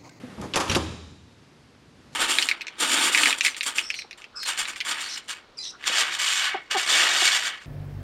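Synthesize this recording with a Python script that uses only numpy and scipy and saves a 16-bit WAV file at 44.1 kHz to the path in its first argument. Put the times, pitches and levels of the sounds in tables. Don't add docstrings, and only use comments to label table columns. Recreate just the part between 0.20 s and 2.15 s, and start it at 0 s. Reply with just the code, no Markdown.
import sys
import numpy as np
from scipy import signal
from scipy.fft import rfft, irfft
from scipy.io import wavfile

SR = 44100
rng = np.random.default_rng(int(sys.argv[2]) if len(sys.argv) > 2 else 0)


def output_pcm(signal):
    pcm = np.clip(np.atleast_2d(signal).T, -1, 1) * 32767
    wavfile.write(sys.argv[1], SR, np.round(pcm).astype(np.int16))


N = 85995


def gain(db):
    return 10 ** (np.asarray(db) / 20)


def curve_at(hz, points):
    freqs, values = np.array(points, float).T
    return np.interp(np.log(np.maximum(hz, 1)), np.log(freqs), values)


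def unit_rms(x):
    return x / np.sqrt(np.mean(x ** 2))


def shaped_noise(spectrum):
    eq = gain(curve_at(np.fft.rfftfreq(N, 1 / SR), spectrum))
    return unit_rms(irfft(rfft(rng.standard_normal(N)) * eq, N))


def wander(rate_hz):
    t = np.arange(N) / SR
    return np.interp(t * rate_hz, np.arange(N), rng.standard_normal(N))


def half_octaves(x, lowest_hz=45, count=17):
    position = 2 * np.log2(np.maximum(np.fft.rfftfreq(N, 1 / SR), 1) / lowest_hz)
    spectrum = rfft(x)
    for k in range(count):
        window = np.cos(np.pi / 2 * np.clip(position - k, -1, 1))
        yield lowest_hz * 2 ** (k / 2), unit_rms(irfft(spectrum * window, N))


def decay(t, t60):
    return np.exp(-np.log(1000) * t / t60)


def mix_in(out, start, x):
    i = int(start * SR)
    out[i:i + len(x)] += x[:N - i]


# frequency in Hz, relative level in dB.
VENT_SPECTRUM = [(18, -60), (30, -80), (53, -8), (108, -8), (138, 1), (165, -7), (286, -6), (309, -11),
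                 (341, -10), (655, -17.5), (1360, -20), (4870, -26), (12000, -42.5), (15600, -55),
                 (22000, -120)]


def ventilation(level_db=-54.5):
    return shaped_noise(VENT_SPECTRUM) * gain(level_db + 0.7 * wander(4.94))


# frequency in Hz, relative level in dB.
RUSTLE_SPECTRUM = [(24, -57), (40, -47), (86, -2.5), (245, -3), (319, -10), (415, -9), (956, -18),
                   (1080, -17), (2000, -18.5), (12000, -39.5), (15600, -74), (22000, -120)]
SCUFF_SPECTRUM = [(200, -16), (2000, -2), (3300, -6), (4100, 0), (5200, -3), (6300, -1), (9000, -11),
                  (12000, -17)]
# time in seconds, level in dB.
RUSTLE_FADER = [(0, -45), (.32, -44), (1.1, -72), (1.74, -67.5), (1.79, -57.5), (1.95, -56)]


def walker(scuff_start_s=1.922, scuff_rise_s=0.008, scuff_db=-55):
    t = np.arange(N) / SR
    fader_db = np.interp(t, *np.array(RUSTLE_FADER).T)
    rustle = shaped_noise(RUSTLE_SPECTRUM) * gain(fader_db + wander(60.8))
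    scuff_attack = np.clip((t - scuff_start_s) / scuff_rise_s, 0, 1)
    return rustle + shaped_noise(SCUFF_SPECTRUM) * gain(scuff_db) * scuff_attack


COLOUR_HZ = [80, 300, 950, 3200, 6000, 10500]


def colour_gain(hz, colour_db):
    return gain(curve_at(hz, list(zip(COLOUR_HZ, colour_db))))


# frequency in Hz, gain in dB.
IMPACT_EQ = [(40, -31), (80, -2), (160, -1.5), (320, -0.5), (650, -9), (1100, -1), (1800, -6.5),
             (3000, -3.5), (4500, -7.5), (6000, -4), (8000, -7), (12000, -7)]
# frequency in Hz, send level in dB, t60 in seconds.
ROOM_REVERB = [(82, -11.5, 1.4), (317, -12.5, 0.79), (980, -11.5, 0.71), (3130, -15, 0.84),
               (5900, -18, 1.044), (10900, -15, 0.49)]


def impacts_in_room(hits, grain=0.17, rise_cycles=0.54, bass_linger_s=0.013, room_build_s=0.0089):
    t, room, out = np.arange(N) / SR, np.array(ROOM_REVERB), np.zeros(N)
    early = t[:N // 10]
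    grainy = rng.standard_normal(N) * np.exp(grain * wander(2500))
    smooth = rng.standard_normal(N)
    for (hz, crack), (_, echo) in zip(half_octaves(grainy), half_octaves(smooth)):
        attack = 1 - np.exp(-early * hz / rise_cycles)
        linger_s = bass_linger_s * COLOUR_HZ[0] / hz
        send = gain(curve_at(hz, room[:, [0, 1]]))
        room_t60 = curve_at(hz, room[:, [0, 2]])
        tail = send * (1 - np.exp(-t / room_build_s)) * decay(t, room_t60)
        crack_power, echo_power = np.zeros(N), np.zeros(N)
        for start, hold_s, t60, *colour_db in hits:
            level = colour_gain(hz, colour_db) * gain(curve_at(hz, IMPACT_EQ))
            release = decay(np.maximum(early - hold_s, 0), t60 + linger_s)
            mix_in(crack_power, start, (level * attack * release) ** 2)
            mix_in(echo_power, start, (level * tail) ** 2)
        out += crack * np.sqrt(crack_power) + echo * np.sqrt(echo_power)
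    return out


# start, scrape length and base t60 in seconds, then six colour levels in dB.
KNOCKS_AND_STEPS = [ (.180, 0.0024, 0.15, -42, -40, -44, -72, -68, -78),
                    (.197, 0.016, 0.17, -43, -44, -47, -74, -68, -64),
                    (.218, 0.022, 0.11, -48, -42.5, -41, -58, -50.5, -62),
                    (.239, 0.015, 0.13, -45.5, -39, -43, -66, -51, -63),
                    (.910, 0.0072, 0.051, -47, -48.5, -91, -78, -59, -82),
                    (1.548, .003, 0.018, -58, -62, -58, -61, -78, -84), ]


def knocks_and_steps():
    return impacts_in_room(KNOCKS_AND_STEPS)


# start, chatter length and base t60 in seconds, then six colour levels in dB.
CLACKS = [ (0.2143, 0.00095, 0.023, -67, -58, -58, -39.5, -42.5, -42.5),
          (0.3367, 0.0054, 0.03, -50, -41.5, -45, -23.5, -36.5, -52),
          (.3440, 0.0036, 0.084, -63, -43, -30.5, -36, -33, -52),
          (0.3577, 0.0029, 0.026, -38.5, -32.5, -30.5, -22.5, -24, -24.5),
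          (0.364, 0.00066, 0.019, -65, -24, -18.5, -32, -19, -38),
          (0.369, .008, 0.038, -48, -41.5, -30, -28.5, -31, -34.5),
          (0.4009, .010, 0.085, -60, -52, -31.5, -33.5, -29.5, -39.5),
          (0.4795, 0.018, 0.037, -52, -47, -48, -36, -50, -47),
          (0.4961, 0.0079, 0.067, -34.5, -33, -38.5, -32.5, -40, -39.5),
          (.5130, 0.0092, 0.12, -32, -35.5, -32, -27, -30, -40),
          (.5488, 0.0088, 0.026, -33.5, -32, -37, -21.5, -29.5, -31.5),
          (.5610, 0.0084, 0.058, -36, -24.5, -25.5, -41.5, -26, -40), ]


def latch_clacks():
    return impacts_in_room(CLACKS)


# pitch in Hz, relative level in dB, t60 in seconds.
BOLT_MODES = [(2813, -9.5, 0.079), (3020, 2, 0.029), (3930, -7, 0.039), (5640, -1, 0.027),
              (5700, -19.5, 0.12)]
# centre in Hz, relative level in dB, t60 in seconds, spread in Hz.
LATCH_CLUSTERS = [(3794, -24.5, 1.2, 600), (7200, -37, 1.2, 130), (8730, -38, 1.03, 420)]
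# start in seconds, gain in dB.
BOLT_SNAPS = [(0.4971, -21), (0.5006, -20), (0.549, -21.5)]


def bolt_pings():
    t, out = np.arange(N) / SR, np.zeros(N)
    ping = sum(gain(db) * np.sin(2 * np.pi * hz * t) * decay(t, t60) for hz, db, t60 in BOLT_MODES)
    for hz, db, t60, spread_hz in LATCH_CLUSTERS:
        beating = wander(spread_hz) + 1j * wander(spread_hz)
        shimmer = np.real(beating * np.exp(2j * np.pi * hz * t))
        ping += gain(db) * shimmer * decay(t, t60)
    for start, db in BOLT_SNAPS:
        mix_in(out, start, gain(db) * ping)
    return out


# pitch in Hz, level in dB relative to the clack's colour, t60 in seconds.
LEAF_MODES = [(81.5, -5, 1.25), (108.3, -15, 0.56), (156, -19, 1.2), (177.8, -9.5, 1.14), (325.1, -8, 0.4),
              (380.6, -8, .45), (543, -4, .25), (758, -11.5, 0.25), (871, -17, 0.35), (953, -12.5, 0.15),
              (1046, -8, .28), (1150, -15, 0.3), (1323, -19, 0.75), (1670, -15, 0.19)]


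def leaf_boom():
    t, out = np.arange(N) / SR, np.zeros(N)
    for hz, db, t60 in LEAF_MODES:
        ring = gain(db) * np.sin(2 * np.pi * hz * t) * decay(t, t60)
        for start, _, _, *colour_db in CLACKS:
            mix_in(out, start, colour_gain(hz, colour_db) * ring)
    return out


# start in seconds, pitch in Hz, gain in dB, attack and t60 in seconds.
WOOD_THUMPS = [(0.033, 250, -27, 0.004, 0.13), (0.28, 150, -39, 0.0049, .14),
               (.495, 92, -14.5, 0.006, 0.098), (.5615, 360, -7, 0.004, 0.056),
               (.560, 170, -18, 0.0089, 0.076)]


def wood_thumps(octave_db=-11):
    t, out = np.arange(N // 4) / SR, np.zeros(N)
    for start, hz, db, attack_s, t60 in WOOD_THUMPS:
        tone = np.sin(2 * np.pi * hz * t) + gain(octave_db) * np.sin(4 * np.pi * hz * t)
        attack = 1 - np.exp(-(t / attack_s) ** 2)
        mix_in(out, start, gain(db) * tone * attack * decay(t, t60))
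    return out


def scene():
    door = latch_clacks() + leaf_boom() + bolt_pings() + wood_thumps()
    return (door + knocks_and_steps() + walker() + ventilation())[None]


def record(dry):
    cutoff_hz = 12050
    return signal.sosfilt(signal.ellip(10, 0.2, 70, cutoff_hz, fs=SR, output="sos"), dry)


dry = scene()
out = record(dry)
output_pcm(out)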